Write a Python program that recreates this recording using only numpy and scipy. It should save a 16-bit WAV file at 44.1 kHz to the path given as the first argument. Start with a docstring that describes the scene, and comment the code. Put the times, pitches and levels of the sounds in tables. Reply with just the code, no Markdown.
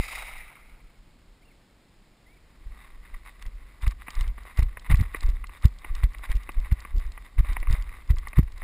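"""A run through a field, heard slowed down from a head-worn camera in a closed housing.
First the tail of a shot rolls off as scattered echoes; then a far bird whistles in thin glides of pitch.
Then the wearer runs through long grass: strides jolt the mount in deep thuds, blades swish as shaped grains,
gear knocks and ticks as noise bursts. Hiss and low rumble lie under it all to the end.
The slowed sound is held at 12000 steps a second, so it mirrors up into the treble."""
import sys
import numpy as np
from scipy import signal
from scipy.fft import rfft, irfft
from scipy.io import wavfile
from scipy.ndimage import uniform_filter1d

SR = 44100
rng = np.random.default_rng(int(sys.argv[2]) if len(sys.argv) > 2 else 0)


def store_wav(level_fs):
    """Save 16-bit WAV to argv[1]."""
    pcm = np.round(np.clip(np.atleast_2d(level_fs), -1, 1) * 32767)
    wavfile.write(sys.argv[1], SR, pcm.T.astype(np.int16))


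def ratio_of_db(decibels):
    """Turn decibels (scalar or array-like) into linear amplitude factors; 0 dB maps to 1."""
    return 10 ** (np.asarray(decibels, float) / 20)


N = 380583


def rms_one(x):
    """Scales a signal to rms 1."""
    return x / np.sqrt(np.mean(x ** 2) + 1e-20)


def in_time(rows):
    """Draws straight lines between timed rows, one curve for each column after the time."""
    s, *columns = np.transpose(rows)
    return [np.interp(np.arange(N) / SR, s, column) for column in columns]


def band(x, low_hz, high_hz, order=2):
    """Butterworth band-pass."""
    sos = signal.butter(order, [low_hz, high_hz], "band", fs=SR, output="sos")
    return signal.sosfilt(sos, x + 1e-18)


def drift(rate_hz):
    """Slow random wander of rms 1: noise smoothed by two equal poles."""
    r = np.exp(-2 * np.pi * rate_hz / SR)
    wander = signal.lfilter([1], [1, -2 * r, r * r], rng.standard_normal(N + SR))
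    return rms_one(wander[SR:])   # the first second only settles the filter


def ring(x, pitch_hz, width_hz):
    """One resonance applied twice, so that its skirts fall steeply."""
    r = np.exp(-np.pi * width_hz / SR)
    section = [(1 - r * r) / 2, 0, (r * r - 1) / 2, 1, -2 * r * np.cos(2 * np.pi * pitch_hz / SR), r * r]
    return signal.sosfilt([section, section], x + 1e-18)


def grains(per_s, spread_db):
    """Clicks at random moments, of very unequal size."""
    sizes = ratio_of_db(spread_db * np.minimum(rng.exponential(1, N), 5)) * rng.standard_normal(N)
    return sizes * (rng.random(N) < per_s / SR)


def bursts(rows, decay_s):
    """A puff of noise per (start_s, level_db) row, fading exponentially; energy 1 before its level."""
    out, tau = np.zeros(N + 600), np.arange(600) / SR
    envelope = np.minimum(tau / 0.0013, 1) * np.exp(-tau / decay_s)
    for (start_s, level_db), noise in zip(rows, rng.standard_normal((len(rows), 600))):
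        puff = noise * envelope
        start = round(start_s * SR)
        out[start:start + 600] += ratio_of_db(level_db) * puff / np.linalg.norm(puff)
    return out[:N]


# resonances of the air space before the microphone: pitch_hz [Hz], width_hz [Hz], level_db [dB]
HOUSING_RINGS = [(875, 210, -33.5), (1157, 242, -2), (1966, 423, 0.5), (2430, 56, -43), (3707, 500, 0),
                 (4700, 750, -13)]


def resonate(x, bed_db, low_hz, high_hz):
    """The housing resonances over a broad band-passed bed."""
    bed = ratio_of_db(bed_db) * band(x, low_hz, high_hz)
    return bed + sum(ratio_of_db(level_db) * ring(x, pitch_hz, width_hz) for pitch_hz, width_hz, level_db in HOUSING_RINGS)


# spectrum shape of the hiss: pitch_hz [Hz], level_db [relative dB per Hz]
HISS_SHAPE = [(90, 3), (250, 0), (400, -6), (800, -9.5), (1500, -13.5), (2100, -12), (3000, -16),
              (4000, -15.5), (5300, -18), (5600, -24), (6000, -26), (7000, -58)]


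def hiss():
    """Circuit and air noise shared by both channels, with a fainter hiss that is opposite in the two channels."""
    mid_db, side_db = -60.5, -12.5   # side against the mid, before its band-pass
    hz, (points_hz, points_db) = np.fft.rfftfreq(N, 1 / SR), np.transpose(HISS_SHAPE)
    shape = ratio_of_db(np.interp(np.log(hz + 1), np.log(points_hz), points_db))
    mid, side = irfft(rfft(rng.standard_normal((2, N))) * shape, N)
    side = band(side, 1600, 12000, order=1) * ratio_of_db(side_db)
    return ratio_of_db(mid_db) * (mid + side * [[1], [-1]]) / np.std(mid)


def rumble():
    """Wind and the shot's roll at rest; the mount sways with the pace and wobbles on after springy jolts."""
    wind_db, shot_db, shot_fall_db_per_s = -72.5, -41.5, 14.5
    sway_db, sway_pace_db, sway_follows = -42.5, -55, 0.71   # sway level at this pace; share of the pace
    wobble_db, wobble_s = -13.5, 0.062   # against jolt times rebound; decay time of the power
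    tau, kicks = np.arange(N) / SR, np.zeros(N)
    for start_s, level_db, _, rebound in STRIDE_JOLTS:
        kicks[round(start_s * SR)] = (rebound * ratio_of_db(level_db + wobble_db)) ** 2
    wobble_power = signal.lfilter([1], [1, -np.exp(-1 / (wobble_s * SR))], kicks + 1e-18)
    pace_db = in_time(RUN_PACE)[0]
    sway = np.sqrt(ratio_of_db(sway_db + sway_follows * (pace_db - sway_pace_db)) ** 2 + wobble_power)
    rest = np.hypot(ratio_of_db(wind_db), ratio_of_db(shot_db - shot_fall_db_per_s * tau))
    deep, swing = rng.standard_normal((2, N))
    resting = rest * rms_one(band(deep, 16.4, 44.0, order=3))
    swaying = sway * rms_one(band(swing, 17.7, 51.7, order=3))
    return ratio_of_db(2.17 * drift(5.7)) * (resting + swaying)


# arched notes of the far bird: start_s [s], length_s [s], top_hz [Hz],
# level_db [dB rms at the foot of the glide], rising [share of the note]
BIRD_NOTES = [(1.417, .112, 2800, -62, .5), (1.585, .125, 2850, -74, .5), (2.255, .13, 2330, -65, .8)]


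def bird():
    """Thin gliding whistles, broken up by the air on their long way."""
    foot_hz, top_loss_db_per_khz, edge_s = 1940, 8, 0.0086
    break_hz, break_width_hz, break_db = 2530, 130, -14   # the whistle fades while passing this pitch, where the housing lets little through
    out, tau, flicker_db = np.zeros(N), np.arange(N) / SR, 3.0 * drift(40)
    wobble = 1 + 0.02 * drift(80)
    for start_s, length_s, top_hz, level_db, rising in BIRD_NOTES:
        end_s = start_s + length_s
        height = np.sin(np.pi * np.interp(tau, [start_s, start_s + rising * length_s, end_s], [0, 0.5, 1]))
        edges = np.clip(np.minimum(tau - start_s, end_s - tau) / edge_s, 0, 1) ** 2
        climb_hz = (top_hz - foot_hz) * height
        pitch_hz = foot_hz + climb_hz
        broken_db = break_db * np.exp(-((pitch_hz - break_hz) / break_width_hz) ** 2)
        level = edges * ratio_of_db(level_db - top_loss_db_per_khz * climb_hz / 1000 + broken_db + flicker_db)
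        out += level * np.sqrt(2) * np.sin(2 * np.pi * np.cumsum(pitch_hz * wobble) / SR)
    return out


# distinct slaps off the nearest trees: start_s [s], level_db [dB, before the shared gain and the rings]
SHOT_SLAPS = [(0.05, -26), (0.068, -42), (0.1, -31), (0.15, -19), (0.22, -25), (0.27, -36), (0.4, -31),
              (0.53, -43), (0.8, -46)]
# bands in which the tail rings: pitch_hz [Hz], width_hz [Hz], level_db [dB],
# fade_db_per_s [dB per s, on top of the echoes' own fall; negative fades slower]
SHOT_RINGS = [(840, 630, -9, -3), (1200, 460, -9, -5.5), (2127, 475, 2.5, -0.7), (2370, 450, -4, 34),
              (3730, 350, -6, 9), (4800, 700, -9.5, 25)]


def shot_tail():
    """Scattered echoes merge into a lumpy wash, the nearest trees slap; each band fades at its own pace."""
    # the wash swells as farther trees answer, holds, then dies away
    start_db, full_db, rise_s, hold_s, fall_db_per_s = -29, -25.5, 0.12, 0.077, 44.5
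    tau = np.arange(N) / SR
    swell_db = np.interp(tau, [0, rise_s], [start_db, full_db])
    level_db = swell_db - fall_db_per_s * np.maximum(tau - rise_s - hold_s, 0)
    scattered = rms_one(grains(14000, 0.51)) * ratio_of_db(level_db + 1.7 * drift(40))
    echoes = scattered + ratio_of_db(21.5) * bursts(SHOT_SLAPS, 0.01)
    wash = ratio_of_db(-25 - 20.5 * tau) * band(echoes, 310, 5000)
    for pitch_hz, width_hz, ring_db, fade_db_per_s in SHOT_RINGS:
        flutter_db = (4.5 if pitch_hz < 1600 else 1.0) * drift(25)   # low echoes come back lumpiest
        wash += ratio_of_db(ring_db - fade_db_per_s * tau + flutter_db) * ring(echoes, pitch_hz, width_hz)
    blast = ratio_of_db(-12) * np.exp(-tau / 0.0081) * np.cos(2 * np.pi * 26 * tau)   # last swing of the blast wave
    return wash + blast


def jolt_fizz(thuds):
    """A faint dull fizz, opposite in the two channels, rides on the sharpest thuds only."""
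    power = uniform_filter1d(band(thuds, 71, 350) ** 2, size=1500)
    fizz = band(rng.standard_normal(N), 30, 1500, order=1)
    return ratio_of_db(-45) * fizz * np.clip(power / 0.0033 - 0.4, 0, 1) * [[1], [-1]]


def rattle(thuds):
    """The mount has loose play: it rattles low and rough in step with the swing that shakes it."""
    shaking = np.sqrt(np.abs(uniform_filter1d(thuds ** 2, size=900)))
    return ratio_of_db(-36.5) * shaking * rms_one(band(grains(900, 2.0), 140, 400))


# gear knocks: start_s [s], level_db [dB, before gain and filters], body_db [low body, dB against level_db]
GEAR_KNOCKS = [(3.453, -36, -22), (3.864, -24.5, -3), (4.081, -19, -6), (4.207, -25.5, -20),
               (4.379, -25.5, -4), (4.586, -25.5, 1.5), (4.623, -26.5, -11), (4.77, -21.5, 0.5),
               (4.9, -22, 6), (4.943, -18, -14), (5.145, -15, 2), (5.223, -29, 5), (5.44, -25, -6),
               (5.493, -30.5, -2), (5.845, -21, -7), (5.949, -35, -20), (6.036, -38, -24),
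               (6.146, -28, -14), (6.233, -27, 2.5), (6.29, -35, 7), (6.49, -16.5, -0.5), (6.713, -41, -14),
               (6.791, -33, -20), (6.849, -23.5, -4), (7.175, -25, -12), (7.383, -27, 6), (7.446, -30, 5),
               (7.566, -15.5, -10), (7.627, -22.5, 0.5), (7.67, -27, -6), (7.891, -31.5, -19),
               (8.1, -41, -10), (8.23, -35, -10), (8.27, -23.5, -8), (8.33, -25.5, -7), (8.385, -17.5, 1),
               (8.427, -32, -22), (8.617, -20.5, -12)]
# thin bright ticks: start_s [s], level_db [dB, before gain and filter]
GEAR_TICKS = [(3.423, -38.5), (3.463, -42), (3.8206, -42), (3.8769, -33), (3.909, -39), (4.1037, -34.5),
              (4.1515, -35.5), (4.2086, -29.5), (4.2296, -45), (4.2775, -40.5), (4.4332, -49),
              (4.5718, -37.5), (4.591, -34), (4.604, -41), (4.6284, -34), (4.7948, -42), (4.91, -37),
              (4.93, -41), (4.955, -37), (4.9704, -39), (5.0095, -37), (5.161, -39), (5.2064, -35.5),
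              (5.23, -38), (5.2618, -41), (5.2887, -41), (5.2988, -40.5), (5.469, -42.5), (5.6225, -42),
              (5.6537, -24), (5.6807, -47), (5.7856, -44), (5.9505, -34), (6.038, -32), (6.1333, -47),
              (6.1832, -41.5), (6.3154, -31.5), (6.3528, -38), (6.367, -38), (6.4324, -43.5), (6.5175, -43),
              (6.6, -45), (6.724, -40.5), (6.8026, -36.5), (6.964, -44), (6.981, -44), (6.996, -44),
              (7.0647, -49), (7.119, -41), (7.3915, -37.5), (7.5306, -39.5), (7.6005, -40), (7.708, -35),
              (7.726, -32.5), (7.742, -40), (7.7826, -51), (7.8225, -40), (7.89, -50), (8.1057, -32.5),
              (8.1831, -34.5), (8.075, -51), (8.1592, -48), (8.283, -36), (8.3857, -38.5), (8.4311, -48),
              (8.52, -46), (8.578, -45)]


def gear():
    """Dull knocks ring the low housing resonances, trailed by a rustle; ticks hold only the top."""
    start_s, level_db, body_db = np.transpose(GEAR_KNOCKS)
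    hits = np.c_[start_s, level_db]
    struck = bursts(hits, 0.0018) + ratio_of_db(-8.5) * bursts(hits, 0.01)   # the slower burst is the rustle
    knocks = band(resonate(struck, -4, 900, 2700), 400, 2750, order=8)
    body = band(bursts(np.c_[start_s, level_db + body_db], 0.003), 150, 600)
    ticks = band(bursts(GEAR_TICKS, 0.002), 2600, 5350, order=4)
    return ratio_of_db(21.0) * knocks + ratio_of_db(18.5) * body + ratio_of_db(22.5) * ticks


# pace of the run, as the steady brushing of the grass: start_s [s], level_db [dB, before clumping]
RUN_PACE = [(2.0, -86), (2.4, -74.5), (2.75, -64), (3.3, -63), (3.75, -63.5), (4.1, -70), (4.5, -63),
            (5.05, -52.5), (5.34, -58), (5.85, -63.5), (6.05, -58), (6.67, -54.5), (7.2, -60), (7.42, -69),
            (7.62, -53.5), (8.0, -55), (8.04, -63), (8.5, -65), (8.63, -50.5)]
# single sweeps of leg and cloth: center_s [s], level_db [dB, before clumping],
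# length_ms [ms between the points where the power is down to 1/e]
LEG_SWEEPS = [(2.822, -55.5, 107), (3.056, -60, 50), (3.144, -49.5, 15), (3.278, -49.5, 42),
              (3.425, -53.5, 20), (3.465, -56.5, 30), (3.836, -44, 27), (3.872, -45, 23), (3.913, -46, 17),
              (4.02, -52.5, 37), (4.166, -47, 146), (4.255, -50.5, 46), (4.41, -55.5, 70), (4.484, -47, 43),
              (4.59, -41.5, 28), (4.627, -47, 14), (4.861, -43.5, 17), (4.914, -31, 21), (5.003, -42.5, 57),
              (5.159, -44, 41), (5.232, -48.5, 56), (5.292, -51, 20), (5.546, -47, 43), (5.644, -44, 29),
              (5.868, -51.5, 92), (5.981, -47.5, 54), (6.039, -40, 15), (6.149, -50, 7.1),
              (6.248, -41.5, 27), (6.316, -39.5, 25), (6.66, -48.5, 33), (6.72, -39.5, 11),
              (6.825, -52.5, 40), (7.02, -52.5, 67), (7.269, -56, 42), (7.395, -41.5, 18.4),
              (7.498, -46, 99), (7.742, -42, 81), (7.946, -59, 79), (8.106, -42, 19.5), (8.182, -51, 26),
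              (8.276, -53.5, 78), (8.335, -58, 40), (8.379, -42, 30), (8.478, -53.5, 15), (8.518, -59, 17)]


def grass():
    """Blades brush past by the thousand, stalks crack and tick by chance; sweeps swell over a steady bed."""
    dry_db, crackle_db, tick_db = -15, -12.5, -23.5   # against the swish
    power, tau = ratio_of_db(in_time(RUN_PACE)[0]) ** 2, np.arange(N) / SR
    for center_s, level_db, length_ms in LEG_SWEEPS:
        near = slice(round((center_s - 0.2) * SR), round((center_s + 0.2) * SR))
        distance = np.abs((tau[near] - center_s) / (length_ms / 2000))
        power[near] += ratio_of_db(level_db) ** 2 * np.exp(-distance ** 2.18)
    clumps = ratio_of_db(1.5 * drift(25) + 2 * drift(120))
    swish = band(resonate(grains(3000, 2.08), -2.5, 967, 2530), 236, 2510, order=3)
    dry_blades = band(resonate(grains(4000, 3.0), -14, 2800, 5300), 2900, 5450, order=3)
    crackle = band(resonate(grains(120, 4.2), 0.0, 360, 2400), 260, 1860, order=3)
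    ticks = band(grains(70, 2.6), 2540, 4760, order=4)
    brushing = rms_one(swish) + ratio_of_db(dry_db + 2 * drift(25)) * rms_one(dry_blades)
    stalks = ratio_of_db(crackle_db) * rms_one(crackle) + ratio_of_db(tick_db) * rms_one(ticks)
    return np.sqrt(power) * (clumps * brushing + stalks)


# strides jolting the mount: start_s [s, center of the push], level_db [dB, push alone], # width_ms [ms, scales
# the push and lift, sets when the swing starts and lengthens its period], rebound [swing factor]
STRIDE_JOLTS = [(2.665, -32.5, 7.3, 0.65), (2.7075, -35.5, 7.9, 0.6), (3.1405, -30, 14, 0.6),
                (3.464, -28.5, 8.9, 0.92), (3.8365, -20, 7.6, .65), (3.8763, -9, 7.1, 0.27),
                (4.172, -22, 11.2, 1.6), (4.212, -18, 7.9, 0.72), (4.2798, -20, 8.7, 0.48),
                (4.3034, -24.5, 8.3, 0.52), (4.593, -7, 5.9, 0.34), (4.6292, -10.5, 6.6, 0.2),
                (4.662, -17.5, 9, 0.32), (4.6806, -24, 10.3, 0.43), (4.9024, -10.5, 5, .01),
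                (4.908, -15.5, 3.1, 0.75), (4.9152, -8.5, 6.5, 0.35), (4.9425, -4.5, 4.75, 0.17),
                (4.977, -16.5, 8.9, 0.48), (4.994, -15.5, 4.2, 0.28), (5.0057, -21, 2.17, 1.08),
                (5.0158, -17.5, 3.8, 0.079), (5.0225, -18.5, 3.5, .03), (5.248, -13.5, 9.2, 0.79),
                (5.2857, -21.5, 6.4, 1.5), (5.338, -20.5, 9.9, 0.31), (5.6553, 0.8, 4.34, 0.097),
                (5.907, -20.5, 9.5, 0.64), (5.9477, -23, 15.4, 0.36), (6.0408, -8, 6.3, 0.34),
                (6.299, -21.5, 7.7, 1.6), (6.3552, -15.5, 7.6, 0.71), (6.575, -16.5, 11, 1.04),
                (6.7235, -7.5, 4.86, 0.29), (6.9495, -15, 9.5, 0.27), (6.978, -13.5, 8.8, 0.24),
                (7.057, -26, 11.3, 0.86), (7.3913, -7.6, 7.9, 0.36), (7.4333, -24, 8.1, .61),
                (7.497, -18.5, 7.5, 0.71), (7.525, -21.5, 11, 0.29), (7.6032, -23, 11, 1.05),
                (7.6853, -12.5, 10, 0.35), (7.7294, -12, 7.8, 0.35), (7.7884, -25, 7.2, 0.87),
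                (7.813, -25.5, 11, 0.37), (8.107, -5.5, 5.37, 0.23), (8.137, -13.5, 8.1, 0.36),
                (8.1768, -23.5, 8.8, 0.79), (8.3855, -2.5, 4.9, 0.14), (8.3921, -2, 2.85, 0.11),
                (8.4313, -21, 5, 0.5)]
# sharp upward flicks of the mount: center_s [s], level_db [dB peak], width_ms [ms, scales the bell curve]
MOUNT_SNAPS = [(4.925, -14, 6.2), (7.404, -11, 5.8), (7.706, -11, 7.2), (7.740, -16, 5.9),
               (8.379, -19, 8.8), (8.396, -17, 5)]


def mount():
    """Each stride pulls the membrane down after a small lift; the mount swings back and settles."""
    out, tau = np.zeros(N + SR), np.arange(-2000, 6000) / SR
    for start_s, level_db, width_ms, rebound in STRIDE_JOLTS:
        width = width_ms / 1000
        push = np.exp(-(tau / (0.51 * width)) ** 2)
        lift = 0.19 * np.exp(-((tau + 1.72 * width) / (1.07 * width)) ** 2)
        late = (tau - 0.7 * width) / (0.2 * width)
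        after = 0.2 * width * np.logaddexp(0, late)   # the swing sets in smoothly
        swing = np.sin(2 * np.pi * after / (3.44 * width + 0.0045)) * np.exp(-after / 0.0097)
        jolt = lift + 3.4 * rebound * swing - push
        at = round(start_s * SR)
        out[at - 2000:at + 6000] += ratio_of_db(level_db) * jolt
    for center_s, level_db, width_ms in MOUNT_SNAPS:
        at = round(center_s * SR)
        out[at - 2000:at + 6000] += ratio_of_db(level_db) * np.exp(-(tau / (0.00041 * width_ms)) ** 2)
    return out[:N]


def scene():
    """All but the hiss and the fizz reaches both channels alike."""
    thuds = mount() + rumble()
    shared = shot_tail() + bird() + grass() + gear() + thuds + rattle(thuds)
    return shared + hiss() + jolt_fizz(thuds)


def top_cut(x):
    """Nothing passes above the cut-off."""
    return signal.sosfilt(signal.butter(12, 15660, fs=SR, output="sos"), x)


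def record(dry):
    """Peaks rounded; sampled at 12000 a second, each step held four times, brought to SR; top cut."""
    rounded = 1.2 * np.tanh(dry / 1.2)
    steps = signal.resample_poly(rounded, 40, 147, axis=1, window=("kaiser", 3.0))   # soft filter, some folding
    held = np.repeat(steps, 4, axis=1)   # holding mirrors the sound up the treble
    held = signal.resample_poly(held, 147, 160, axis=1)[:, :N]
    finished = signal.sosfilt(signal.butter(16, 15100, fs=SR, output="sos"), held)
    return top_cut(finished)


dry = scene()
out = record(dry)
store_wav(out)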